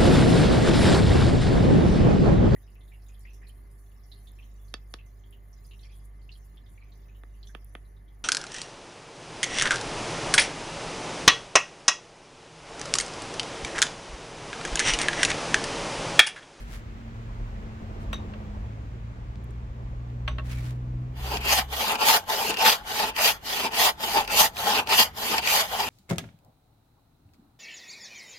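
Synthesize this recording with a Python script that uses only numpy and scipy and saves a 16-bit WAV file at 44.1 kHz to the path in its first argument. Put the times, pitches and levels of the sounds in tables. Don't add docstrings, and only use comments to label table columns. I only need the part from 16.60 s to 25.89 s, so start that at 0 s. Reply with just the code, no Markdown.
import sys
import numpy as np
from scipy import signal
from scipy.fft import rfft, irfft, next_fast_len
from scipy.io import wavfile
from scipy.ndimage import uniform_filter1d, map_coordinates

SR = 44100
rng = np.random.default_rng(int(sys.argv[2]) if len(sys.argv) > 2 else 0)


def int16_out(signal):
    q = np.round(np.clip(np.atleast_2d(signal).T, -1, 1) * 32767)
    wavfile.write(sys.argv[1], SR, q.astype(np.int16))


N = 409688


def amp(db):
    return 10 ** (np.asarray(db) / 20)


def unit(x):
    return x / np.sqrt(np.mean(x ** 2) + 1e-20)


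def along(points, hz):
    f, v = np.transpose(points)
    return np.interp(np.log(hz + 1), np.log(f + 1), v)


def curves(rows, **ends):
    s, *cols = np.transpose(rows)
    return [np.interp(np.arange(N) / SR, s, c, **ends) for c in cols]


def wobble(rate):
    knots = rng.standard_normal(int(N * rate / SR) + 4)
    return map_coordinates(knots, [np.arange(N) * rate / SR])


def filtered(x, response):
    m = next_fast_len(N + SR // 4)
    return irfft(rfft(x, m) * response(np.fft.rfftfreq(m, 1 / SR)), m)[..., :N]


def upper_part(x, corner_hz):
    return filtered(x, lambda f: 1 - 1 / (1 + (f / corner_hz) ** 6))


def ringing(modes):
    def response(f):
        total = 0
        for k, (centre, width, db) in enumerate(modes):
            total = total + (-1) ** k * amp(db) * 1j * f * width / (centre ** 2 - f * f + 1j * f * width)
        return total
    return response


def spread(pair, alike, lead=0.):
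    def mid_side(hz):
        angle = np.arccos(np.clip(along(alike, hz), -1, 1)) / 2
        return np.array([np.cos(angle), np.sin(angle)])
    mid, side = filtered(pair, mid_side)
    left_right = np.array([mid + side, mid - side])
    return filtered(left_right, lambda hz: np.exp(1j * np.pi * lead * hz * [[1], [-1]]))


def patchy(patchy_db, spiky_db=0.):
    white = rng.standard_normal((2, N)) * amp(spiky_db * rng.standard_normal(N))
    z = signal.stft(white, nperseg=256)[2]
    field = uniform_filter1d(rng.standard_normal(z.shape[1:]), 3, 0)
    field = uniform_filter1d(field, 12, 1)
    return signal.istft(z * amp(patchy_db * unit(field)), nperseg=256)[1][:, :N]


def plate(x, depth_db, drift_db):
    z = signal.stft(x, nperseg=2048, noverlap=1536)[2]

    def field(bins, steps):
        over_hz = uniform_filter1d(rng.standard_normal(z.shape), bins, 1)
        return unit(uniform_filter1d(over_hz, steps, 2))

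    gain = amp(depth_db * field(2, 7) + drift_db * field(24, 4))
    return unit(signal.istft(z * gain, nperseg=2048, noverlap=1536)[1][:, :N])


# (frequency [Hz], likeness [0-1])
ROAD_ALIKE = [(60, 0.97), (250, 0.88), (700, 0.73), (3000, 0.069)]
ROAD_LEAD_S = 0.00039


def rush(spectrum, patchy_db):
    shaped = filtered(patchy(patchy_db), lambda hz: amp(along(spectrum, hz)))
    return unit(spread(shaped, ROAD_ALIKE, lead=ROAD_LEAD_S))


# (time [s], deep rumble [dB], drone [dB])
RUMBLE_LEVELS = [(0, -39.5, -46.5), (1.5, -39, -40), (2.5, -44.5, -43.5), (4.6, -42, -47.5),
                 (5.3, -56, -58), (7.3, -60.5, -56.5), (7.7, -47, -50.5), (8.3, -63, -52)]
# (time [s], roar [dB], tyre hiss [dB])
ROAD_LEVELS = [(0, -51, -55.5), (1.6, -43, -54), (2.4, -49.5, -58), (4.4, -48.5, -60.5), (5.3, -54, -58)]
# (frequency [Hz], relative density [dB per Hz])
DEEP_SPECTRUM = [(20, -14), (45, 22), (55, 8), (70, -47)]
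DRONE_SPECTRUM = [(45, -10), (70, 15.5), (140, 4.5), (230, 1.5), (330, -52.5)]
ROAR_SPECTRUM = [(240, -2.5), (600, -8), (1200, -12.5), (1800, -84)]
HISS_SPECTRUM = [(700, -30), (1300, -11), (2100, -14.5), (5400, -29.5), (6900, -30), (9000, -41.5),
                 (12000, -75)]


def traffic():
    deep_db, drone_db = curves(RUMBLE_LEVELS)
    roar_db, hiss_db = curves(ROAD_LEVELS)
    deep = amp(deep_db) * rush(DEEP_SPECTRUM, patchy_db=3.0)
    drone = amp(drone_db) * rush(DRONE_SPECTRUM, patchy_db=1.0)
    roar = amp(roar_db) * rush(ROAR_SPECTRUM, patchy_db=1.5)
    hiss = amp(hiss_db) * rush(HISS_SPECTRUM, patchy_db=0.4)
    return deep + drone + roar + hiss


def phase_of(hz):
    return 2 * np.pi * np.cumsum(hz) / SR


def hum(phase, order, db):
    return amp(db + 1.9 * wobble(7.3)) * np.sin(order * phase + 0.3 * wobble(5))


# (time [s], firing rate [Hz], second order [dB], fourth order [dB])
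PASSING = [(0, 57.65, -51, -50.5), (.7, 56.64, -37, -48), (1.3, 54.94, -47, -46), (1.95, 52.2, -53, -41.5),
           (2.35, 45.4, -70, -69)]


def passing_engine():
    hz, second_db, fourth_db = curves(PASSING)
    phase = phase_of(hz)
    return hum(phase, 2, second_db) + hum(phase, 4, fourth_db)


# (start [s], length [s], level [dB])
RUBS = [(-.05, 0.12, -51), (0.05, 0.17, -50), (1.395, .06, -54.5), (3.836, 0.21, -47), (3.996, 0.18, -49.5)]
# (start [s], length [s], level [dB], centre [Hz], width [Hz])
SQUEAL = (3.925, .09, -54, 2300, 160)
# (frequency [Hz], relative density [dB per Hz])
RUB_SPECTRUM = [(1000, -4), (2100, -0.5), (3000, -5), (12000, -16.5), (16000, -21)]
# (time [s], level before its band filter [dB], colour [Hz])
TICKS = [(2.7568, -36, 3014), (2.842, -47, 10050), (2.9074, -45, 6506), (3.501, -36, 2200)]


def hands():
    grain = patchy(patchy_db=1, spiky_db=5) * amp(1.8 * wobble(300) + 3 * wobble(35))
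    now = np.arange(N) / SR

    def swell(start, length, db):
        return amp(db) * np.abs(np.sin(np.pi * np.clip((now - start) / length, 0, 1)))

    rubbing = unit(filtered(grain, lambda hz: amp(along(RUB_SPECTRUM, hz))))
    out = sum(swell(*rub) for rub in RUBS) * rubbing
    *when, squeal_hz, width = SQUEAL
    squeal = unit(filtered(grain, ringing([(squeal_hz, width, 0)])))
    out = np.pad(out + swell(*when) * squeal, ((0, 0), (0, SR)))
    t = np.arange(SR // 50) / SR
    for s, db, hz in TICKS:
        band = signal.butter(2, [hz / 1.5, hz * 1.5], "band", fs=SR)
        burst = amp(db - 60 * t / 0.007) * rng.standard_normal((2, len(t)))
        out[:, round(s * SR):][:, :len(t)] += signal.lfilter(*band, burst)
    return out[:, :N]


# (time [s], firing rate [Hz], first order [dB], second order [dB])
RISING = [(.6, 35.9, -49, -45), (1, 41.8, -37.5, -55), (1.42, 49.53, -43, -39.5),
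          (2.27, 55.77, -37.5, -38.5), (3, 59.1, -36, -39), (3.97, 61.04, -32, -29.5),
          (4.41, 62.1, -40, -27), (4.66, 62.9, -28.5, -38.5), (5.15, 65.7, -38.5, -46.5),
          (5.35, 62.4, -58, -71)]
RISING_UPPER_DB = [-22.5, -21, -25]


def rising_engine():
    hz, first_db, second_db = curves(RISING)
    phase = phase_of(hz)
    out = hum(phase, 1, first_db) + hum(phase, 2, second_db)
    for k, over_db in enumerate(RISING_UPPER_DB):
        out += hum(phase, k + 3, second_db + over_db)
    return out * (np.arange(N) > RISING[0][0] * SR)


def metal_ring(modes, t, depth, rattle):
    out = 0
    for hz, db, t60 in modes:
        decay = amp(db - 60 * t / t60 * (1 + rattle * hz / 6000))
        beat = 1 - depth * np.cos(2 * np.pi * (rng.uniform(25, 90) * t + rng.random()))
        strength = amp(rng.normal(0, 2, (2, 1)))
        blur = np.cumsum(rng.normal(0, rattle * hz / 30000, len(t)))
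        tone = np.sin(2 * np.pi * (hz * t + rng.random((2, 1)) / 4) + blur)
        out = out + decay * beat * strength * tone
    return out


# (time [s], overall level [dB], bar ring [dB], vise hum [dB], rattle of the bar [0-1])
CLANKS = [(1.529, -25, -19, -2, 0.52), (1.736, -41, -38, 4.5, 0.8), (3.677, -21.5, -33.5, -4.5, 0),
          (3.783, -32, -43, -0.5, .4), (3.794, -48, -40, 15, 0)]
# (frequency [Hz], level [dB], t60 before rattle damping [s])
VISE = [(610, -7, 0.09), (1105, -3, 0.11), (1310, -5, 0.06), (1600, -1, 0.055), (1850, -5, 0.05),
        (2740, -3, 0.045), (4180, -7, .025)]
# (frequency [Hz], level [dB], t60 before rattle damping [s])
BAR = [(3725, 8, .22), (6052, 5, 0.2), (7790, 1, .08), (8930, -4, 0.14), (12200, -9, 0.06)]


def handle():
    out, t = np.zeros((2, N + SR)), np.arange(SR // 3) / SR
    dull = signal.butter(5, [600, 3600], "band", fs=SR, output="sos")
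    for s, db, bar_db, hum_db, rattle in CLANKS:
        knock = signal.sosfilt(dull, rng.standard_normal((2, len(t))))
        knock *= 3.5 * amp(-60 * t / 0.025) + 0.44 * amp(-60 * t / 0.2)
        crack = 1.6 * amp(-60 * t / .035) * rng.standard_normal((2, len(t)))
        bar = metal_ring(BAR, t, depth=.5, rattle=rattle) + crack
        vise = amp(hum_db - 900 * rattle * t) * metal_ring(VISE, t, depth=.35, rattle=.5)
        clank = knock + vise + amp(bar_db) * bar
        out[:, round(s * SR):][:, :len(t)] += amp(db) * clank * (1 - np.exp(-t / .002))
    return out[:, :N]


# (turn [s], blade at the turn [dB], turn to hardest [s], blade at hardest [dB], turn to let-off [s],
# base levels over the blade: block ring [dB], chip sizzle [dB], bench shake [dB])
STROKES = [(4.524, -55, 0.2, -26.5, 0.24, -5.5, -5.5, -14), (4.802, -40, 0.13, -20, .19, -4, -3.5, -19),
           (5.082, -54, 0.18, -25.5, 0.24, -3.5, -5, -15), (5.377, -40, 0.11, -18, 0.19, -1.5, -2.5, -16.5),
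           (5.65, -53, 0.26, -24, 0.25, -4, -5.5, -13), (5.96, -40, 0.12, -16.5, 0.17, -0.5, -6, -18),
           (6.23, -52.5, 0.15, -28, 0.26, -7.5, -5, -17.5), (6.531, -50, 0.12, -18, 0.18, -2, -3.5, -20),
           (6.807, -56, 0.14, -26.5, 0.26, -7.5, -6, -16.5), (7.1, -47.5, 0.12, -18.5, 0.19, -3.5, -3, -18),
           (7.369, -55.5, 0.2, -25, 0.24, -4, -5.5, -13), (7.669, -45.5, 0.13, -18, 0.19, -3.5, -1, -19),
           (7.93, -52.5, 0.17, -25, 0.27, -2, -6, -12.5),
           (8.255, -50.5, 0.14, -16.5, 0.18, -2.5, -4.5, -18),
           (8.526, -55.5, 0.14, -26.5, 0.31, -5.5, -4.5, -14.5),
           (8.807, -35.5, 0.12, -19, 0.21, -3.5, -4, -19.5),
           (9.051, -34, 0.16, -29.5, 0.22, -2.5, -5.5, -15.5), (9.36, -45, .14, -20, .19, -19, 8, -13)]
# (time [s], added level [dB])
SWELL = [(4.52, -16), (4.66, -6.5), (4.92, 0.5)]
# (pull [dB], push [dB])
LET_OFF_DB = (2.5, 5)
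# (time before the next turn [s], level over that turn [dB])
PUSH_REST = (0.023, 3.4)
# (time after the turn [s], level under the hardest [dB])
PULL_BITE, PUSH_BITE = (0.05, 7), (0.041, 9.54)


def effort():
    points = []
    for k, (stroke, following) in enumerate(zip(STROKES, STROKES[1:])):
        start, turn_db, top_s, top_db, off_s = stroke[:5]
        end, end_db = following[:2]
        push = k % 2
        bite_s, under_db = (PULL_BITE, PUSH_BITE)[push]
        off_db = top_db - LET_OFF_DB[push]
        points += [(start, turn_db), (start + bite_s, max(top_db - under_db, turn_db))]
        points += [(start + top_s, top_db), (min(start + off_s, end - .01), off_db)]
        if push:
            points += [(end - PUSH_REST[0], min(end_db + PUSH_REST[1], off_db))]
    return curves(points + [(end, end_db)], left=-120)[0] + curves(SWELL)[0]


def held(modes, end):
    return ringing([(hz, width, db[end]) for hz, width, *db in modes])


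def along_stroke(x, modes, toe):
    heel_sound = unit(filtered(x, held(modes, 0)))
    toe_sound = unit(filtered(x, held(modes, 1)))
    return (1 - toe) * heel_sound + toe * toe_sound


# (frequency [Hz], width [Hz], level with heel in kerf [dB], level with toe in kerf [dB])
BLADE = [(1833, 154, 1, -2.5), (2390, 390, -6, -0.5), (2704, 313, -0.5, 5.5), (3120, 840, 1, -2.5),
         (4310, 710, -1, -4.5), (4900, 565, 0.5, -3), (5660, 2200, -18.5, -48)]


def blade_ring(fibres, judder, toe, bite):
    shaken = fibres * amp(1.28 * judder + 0.55 * wobble(250))
    blade = plate(along_stroke(shaken, BLADE, toe), depth_db=2.0, drift_db=2.5)
    tooth_by_tooth = amp(0.31 * bite + 1.36 * wobble(700))
    return blade + (tooth_by_tooth - 1) * upper_part(blade, 3600)


# (frequency [Hz], width [Hz], level with heel in kerf [dB], level with toe in kerf [dB])
BLOCK = [(744, 235, -7.5, -4.5), (880, 47, 0, 5), (1020, 123, -10, -5.5), (1507, 427, -12, -9.5)]


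def block_ring(fibres, judder, toe):
    return plate(along_stroke(fibres * amp(1.7 * judder), BLOCK, toe), depth_db=2.5, drift_db=1.3)


# (frequency [Hz], width [Hz], level [dB])
BENCH = [(219.4, 50, -5.5), (423.6, 52, 2)]


def bench_shake(fibres, judder):
    return unit(filtered(fibres * amp(1.64 * judder), lambda f: ringing(BENCH)(f) / (1 + (f / 900) ** 2)))


# (frequency [Hz], relative density [dB per Hz])
CHIPS = [(4500, -13), (6000, 4), (8800, -3), (12000, 3.5), (14600, 2), (16000, -12.5)]


def chip_sizzle(fibres, judder, toe, dull):
    flicker = fibres * amp(0.72 * judder + 2.5 * toe ** 4 * wobble(90))
    chips = plate(filtered(flicker, lambda f: amp(along(CHIPS, f))), depth_db=3.5, drift_db=1.5)
    return chips + (amp(-6.5 * dull) - 1) * upper_part(chips, 9500)


# (time [s], jolt level before the resonances [dB])
SNAGS = [(4.7693, -13), (5.194, -18), (5.3535, -11.5), (5.679, -31), (5.941, -14.5), (5.97, -13),
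         (6.277, -26), (6.563, -14.5), (7.1214, -26.5), (7.405, -22), (7.648, -22), (7.676, -14.5),
         (7.967, -19), (8.272, -14.5), (8.7804, -4), (8.873, -3.5)]


def snags():
    jolts, t = np.zeros((2, N + SR)), np.arange(SR // 20) / SR
    for s, db in SNAGS:
        burst = amp(db - 60 * t / 0.036) * rng.standard_normal((2, len(t)))
        jolts[:, round(s * SR):][:, :len(t)] += burst
    return filtered(jolts[:, :N], lambda f: held(BLADE, 1)(f) + 0.4 * held(BLOCK, 1)(f) + .05j * (f > 2000))


# (frequency [Hz], likeness [0-1])
SAW_ALIKE = [(200, 0.91), (800, 0.93), (1400, 0.019), (12000, 0.1)]
# (frequency [Hz], left over right [dB])
SAW_SIDE = [(200, -1), (800, 2), (4000, 0.5), (12000, -3)]


def saw():
    blade_db = effort()
    turns, _, hardest, _, _, ring_db, sizzle_db, shake_db = np.transpose(STROKES)
    block_db, chips_db, bench_db = curves(np.transpose([turns + hardest, ring_db, sizzle_db, shake_db]))
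    index = np.arange(len(turns))
    toe = curves(np.transpose([turns, index % 2]))[0]
    toe = .5 - .5 * np.cos(np.pi * toe)
    late = curves(np.transpose([turns, index]))[0] % 1 - .5
    dull = toe ** 3
    bite = blade_db + 21.5
    judder = wobble(70) + 1.13 * wobble(30)
    fibres = patchy(patchy_db=1.5, spiky_db=3.5)

    blade = blade_ring(fibres, judder, toe, bite)
    bench = amp(bench_db - 1.5 + 5.7 * toe ** 2) * bench_shake(fibres, judder)
    wood = amp(block_db) * block_ring(fibres, judder, toe) + bench
    wood = amp(3.8 * late - 0.25 * np.maximum(bite, -17)) * wood
    chips = amp(chips_db + 0.19 * bite - 1.3 * dull) * chip_sizzle(fibres, judder, toe, dull)
    cut = amp(blade_db) * (blade + wood + chips) + snags()
    near = spread(cut, SAW_ALIKE, lead=.00016)
    return filtered(near, lambda f: amp(along(SAW_SIDE, f) * [[.5], [-.5]]))


def scene():
    return traffic() + passing_engine() + hands() + rising_engine() + handle() + saw()


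TOP_HZ = 16100


def record(dry):
    return filtered(dry, lambda hz: hz < TOP_HZ)


dry = scene()
out = record(dry)
int16_out(out)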